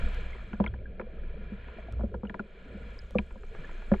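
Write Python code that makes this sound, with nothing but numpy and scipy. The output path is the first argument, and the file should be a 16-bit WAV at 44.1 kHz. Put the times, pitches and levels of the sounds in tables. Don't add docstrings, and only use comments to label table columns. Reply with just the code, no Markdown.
import sys
import numpy as np
from scipy import signal
from scipy.fft import rfft, irfft, next_fast_len
from scipy.io import wavfile
from scipy.ndimage import uniform_filter1d

SR = 44100
rng = np.random.default_rng(int(sys.argv[2]) if len(sys.argv) > 2 else 0)


def to_wav(s):
    ch = np.atleast_2d(s).T
    pcm = np.round(np.clip(ch, -1, 1) * 32767)
    wavfile.write(sys.argv[1], SR, pcm.astype(np.int16))


N = 176400

# t/s, pocket f/Hz, pocket level/dB, splat level/dB, splat top f/Hz, thump level/dB
WAVELETS = [(0.531, 1465, -39, -38.5, 3110, -24), (0.6, 504, -26.5, -20.5, 1077, -11),
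            (.64, 1008, -37, -33.5, 3220, -27), (0.663, 2255, -28, -37, 2310, -33),
            (.739, 1740, -47, -43.5, 1840, -38), (.996, 524, -37, -32.5, 2225, -37.5),
            (1.516, 200, -44.5, -55, 690, -27.5), (1.784, 670, -41, -51, 920, -40.5),
            (1.884, 693, -41.5, -62, 990, -47), (1.994, 638, -40.5, -40, 1100, -31.5),
            (2.007, 724, -39, -38, 1680, -34), (2.035, 584, -36.5, -30, 756, -20.5),
            (2.141, 525, -37, -33.5, 1705, -30.5), (2.232, 494, -40, -37.5, 1400, -23.5),
            (2.251, 1460, -46, -43.5, 3000, -32), (2.296, 1800, -39.5, -38.5, 3610, -30),
            (2.342, 1030, -40.5, -32.5, 2310, -33.5), (2.394, 1485, -29, -34, 2850, -25),
            (3.153, 522, -21.5, -28, 840, -14.5), (3.185, 2505, -23.5, -30, 4080, -18),
            (3.356, 552, -48, -50.5, 1560, -39), (3.916, 572, -21, -28.5, 1960, -7.5),
            (3.938, 780, -35, -28.5, 2164, -47)]
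# f/Hz, level/dB, t60/s, lag of left behind right/cycles
MOUNT_MODES = [(63, -14, 0.2, .01), (163, -10.5, 0.05, 0.1), (206.2, 4, 0.074, 0.033),
               (363, -4, 0.033, 0.15)]
# t/s, f/Hz, level/dB
LONE_BUBBLES = [(0.607, 995, -33), (.669, 1425, -34), (.676, 3260, -34), (.33, 2110, -34),
                (0.856, 1630, -36), (2.271, 2910, -41.5), (2.99, 5010, -36.5), (3.147, 1167, -33),
                (3.187, 3170, -33.5), (3.918, 379, -26.5), (3.644, 1730, -33)]
# t/s, level/dB
SHARP_TICKS = [(0.146, -31.5), (1.924, -33), (3.108, -33)]
DROPS = [(0.348, -40.5), (1.682, -38), (2.455, -59), (1.012, -36), (3.307, -42.5), (3.433, -40.5),
         (3.548, -36), (3.691, -40), (3.819, -40)]
# t/s, level/dB
DRAG_LEVELS = [(0, -25), (.45, -43.5), (1.1, -44), (1.26, -34), (1.6, -47.5), (2.6, -50.5), (4, -34)]
SHUDDER_LEVELS = [(0, -32.5), (.52, -47), (.72, -34), (1, -49.5), (1.26, -42.5), (1.85, -46), (1.97, -28),
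                  (2.5, -60.5), (2.8, -42.5), (4, -56.5)]
GURGLE_LEVELS = [(0, -45.5), (.55, -56.5), (.76, -52), (1.1, -48), (1.35, -51), (1.5, -49), (1.6, -55.5),
                 (2.08, -48), (2.57, -57), (2.75, -46), (2.95, -55), (3.45, -56.5), (3.55, -50), (4, -55.5)]
# f/Hz, level/dB
DRAG_SPECTRUM = [(10, -9.5), (24, 3.5), (36, -9.5), (120, -47)]
SHUDDER_SPECTRUM = [(38, -33), (51, 0), (60, 6.5), (72, -18), (100, -10), (170, -33.5)]
GURGLE_SPECTRUM = [(70, -18.5), (200, 2.5), (300, -7), (440, 1), (550, -1.5), (720, -8), (1100, -48)]
# t/s, body level/dB, treble level/dB
FIZZ_LEVELS = [(0, -47.5, -71.5), (.17, -48.5, -75), (.5, -58, -84.5), (.85, -66, -100), (1.3, -59.5, -96),
               (1.78, -55, -89), (2.2, -70, -93.5), (2.6, -59.5, -88), (2.9, -56, -81), (3.1, -62.5, -81.5),
               (3.43, -64.5, -83), (3.6, -54.5, -78.5), (4, -57.5, -78.5)]
# f/Hz, level/dB
BODY_SPECTRUM = [(400, -5.5), (680, -2), (860, -12.5), (1400, -7), (2400, -7.5), (3200, -15.5), (4400, -45)]
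EDGE_SPECTRUM = [(2550, -16), (2850, 7), (3200, -5.5), (3650, 1.5), (4250, -8), (6000, -36)]
TREBLE_SPECTRUM = [(4000, -7.5), (5600, -9.5), (7200, -1.5), (10500, -19.5), (13700, -15)]

WALL_MODES_HZ, WALL_Q = [986, 1423, 1671, 2357, 3276, 4194, 4920], 18.6
WALL_HZ, TICK_HZ = 3900, 700
POCKET_CYCLES, SPLAT_CYCLES, PLINK_CYCLES = 38, 33.8, 60
POCKET_SWELL_CYCLES, POCKET_LAG_CYCLES, POCKET_GLIDE = 0.61, 0.047, -0.22
SPLAT_LOW_HZ, PINCH_CYCLES, STRAGGLE_S = 335.5, 1.7, 0.003317
FROTH_DB, FROTH_T60_S = -21.5, 0.07
PUSH_LAG_S, PUSH_RISE_S = 0.0012, 0.0039
LOAD_SPREAD = 0.023
SLAP_LEFT_DB = 1.5
DRIP_HZ, DRIP_T60_S, DRIP_SPLASH_DB, DRIP_TOP_HZ = 443, 0.043, -5, 2680
EDGE_SHARE = 0.24
BAND_LIMIT_HZ = 13700


def slaps():
    out, t = np.zeros((2, N)), np.arange(SR // 3) / SR
    sides = np.array([[.5], [-.5]])
    for s, hz, pocket_db, splat_db, top_hz, thump_db in WAVELETS:
        detune = np.exp(LOAD_SPREAD * rng.standard_normal())
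        thump = sum(amp(db) * ring(t - PUSH_LAG_S - sides * lag / f, f * detune, t60, PUSH_RISE_S)
                    for f, db, t60, lag in MOUNT_MODES)
        pocket_t = t - sides * POCKET_LAG_CYCLES / hz
        pocket = ring(pocket_t, hz, POCKET_CYCLES / hz, POCKET_SWELL_CYCLES / hz, POCKET_GLIDE)
        hiss = signal.lfilter(*signal.butter(2, top_hz, fs=SR), rng.standard_normal(thump.shape))
        froth = amp(FROTH_DB - 60 * t / FROTH_T60_S) * wide(hiss, side_db=-15)
        spray = wall(splat(t, top_hz) + sides * splat(t, top_hz) + froth, ring_db=-0.5)
        water = 2 * amp(pocket_db) * pocket + amp(splat_db) * spray
        balance = amp(sides * SLAP_LEFT_DB * np.sqrt(hz / 1000))
        add(out, s, water * balance + amp(thump_db) * thump)
    return signal.sosfilt(signal.butter(4, WALL_HZ, fs=SR, output="sos"), out)


def splat(t, top_hz, count=24):
    size, pinch, sign, promptness = rng.random((count, 4)).T[..., None]
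    k = np.arange(count)[:, None]
    hz = top_hz * (SPLAT_LOW_HZ / top_hz) ** ((k + size) / count)
    promptness = promptness ** (k % 2)
    pinch_s = PINCH_CYCLES * (top_hz - hz) / (top_hz * hz) * (.5 + pinch)
    born_s = pinch_s - STRAGGLE_S * np.log(promptness)
    gain = np.sign(sign - .5) * np.sqrt(promptness)
    burst = sum(gain * ring(t - born_s, hz, SPLAT_CYCLES / hz, .5 / hz))
    return burst / np.abs(burst).max()


def wall(x, ring_db):
    modes = sum(signal.lfilter(*signal.iirpeak(hz, WALL_Q, fs=SR), x) for hz in WALL_MODES_HZ)
    return x + amp(ring_db) * modes


def plinks_and_ticks():
    out, t = np.zeros(N), np.arange(SR // 20) / SR
    for s, hz, db in LONE_BUBBLES:
        add(out, s, amp(db) * ring(t, hz, PLINK_CYCLES / hz, 2 / hz))
    for s, db in SHARP_TICKS:
        crack = rng.standard_normal(len(t)) * amp(-60 * t / 0.012)
        add(out, s, amp(db) * signal.lfilter(*signal.butter(1, TICK_HZ, fs=SR), crack))
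    return out


def drips():
    out, t = np.zeros(N), np.arange(SR // 10) / SR
    for s, db in DROPS:
        tap = ring(t, DRIP_HZ, DRIP_T60_S, 1 / DRIP_HZ)
        splash = amp(DRIP_SPLASH_DB) * wall(splat(t, DRIP_TOP_HZ), ring_db=2)
        add(out, s, amp(db) * (tap + splash))
    return out


def rumble():
    out = np.zeros((2, N))
    for levels, spectrum in ((DRAG_LEVELS, DRAG_SPECTRUM), (SHUDDER_LEVELS, SHUDDER_SPECTRUM)):
        level_db, = curves(levels)
        shake = wide(coloured(rng.standard_normal((2, N)), spectrum), side_db=-32.5)
        local_power = np.abs(uniform_filter1d(np.square(shake), size=5000))
        out += amp(level_db) * shake / np.sqrt(local_power + 0.031)
    return out


def gurgle():
    level_db, = curves(GURGLE_LEVELS)
    churn = bubble_cloud(GURGLE_SPECTRUM, side_db=-22.5, near_db=-10,
                         count=680, low_hz=134.2, high_hz=713.5, cycles=16.6, spread_db=4, glide=0.19)
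    return amp(level_db) * churn


def fizz():
    body_db, treble_db = curves(FIZZ_LEVELS)
    edge_db = body_db + EDGE_SHARE * (treble_db - body_db)
    body = bubble_cloud(BODY_SPECTRUM, side_db=-8, near_db=-17,
                        count=260, low_hz=1060, high_hz=2470, cycles=28, spread_db=4)
    edge = wide(coloured(rng.standard_normal((2, N)), EDGE_SPECTRUM), side_db=-22)
    treble = bubble_cloud(TREBLE_SPECTRUM, side_db=-12, near_db=-7.5,
                          count=400, low_hz=5800, high_hz=12500, cycles=52, spread_db=2)
    return wall(amp(body_db - 3) * body + amp(edge_db - 10) * edge + amp(treble_db) * treble, ring_db=6)


def bubble_cloud(spectrum, side_db, near_db, **stream):
    pair = [rng.standard_normal(N) + amp(near_db) * bubbles(**stream) for _ in ("mid", "side")]
    return wide(coloured(np.array(pair), spectrum), side_db)


def bubbles(count, low_hz, high_hz, cycles, spread_db, glide=0):
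    when, smallness, rank, sign = rng.random((count, 4)).T[..., None]
    hz = low_hz * (high_hz / low_hz) ** smallness
    k = np.arange(int(cycles / low_hz * SR))
    gain = amp(-spread_db * np.log(rank + .03))
    waves = gain * np.sign(sign - .5) * ring(k / SR, hz, cycles / hz, 1 / hz, glide)
    samples = (when * N).astype(int) + k
    return unit(np.bincount(samples.ravel(), waves.ravel(), N)[:N])


def ring(t, hz, t60, rise_s, glide=0):
    t = np.maximum(t, 0)
    phase = 2 * np.pi * hz * t * (1 + glide * t / t60 / 2)
    onset = (1 - np.exp(-t / rise_s)) ** 2
    return np.sin(phase) * np.exp(-np.log(1000) * t / t60) * onset


def coloured(x, spectrum):
    hz = np.fft.rfftfreq(N, 1 / SR)
    f, db = np.transpose(spectrum)
    gain_db = np.interp(np.log1p(hz), np.log(f), db, left=-np.inf, right=-np.inf)
    return irfft(rfft(x) * amp(gain_db), N)


def wide(pair, side_db):
    mid, side = map(unit, pair)
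    return unit(np.array([mid + amp(side_db) * side, mid - amp(side_db) * side]))


def curves(rows):
    s, *columns = np.transpose(rows)
    return [np.interp(np.arange(N) / SR, s, column) for column in columns]


def add(track, s, sound):
    start = max(0, int(s * SR))
    part = track[..., start:start + sound.shape[-1]]
    part += sound[..., :part.shape[-1]]


def amp(db):
    return 10 ** (np.asarray(db) / 20)


def unit(x):
    return x / np.sqrt(np.mean(x ** 2) + 1e-20)


def scene():
    return slaps() + rumble() + gurgle() + fizz() + plinks_and_ticks() + drips()


def record(dry):
    padded = next_fast_len(N + SR)
    passband = np.fft.rfftfreq(padded, 1 / SR) < BAND_LIMIT_HZ
    return irfft(rfft(dry, padded) * passband, padded)[..., :N]


dry = scene()
out = record(dry)
to_wav(out)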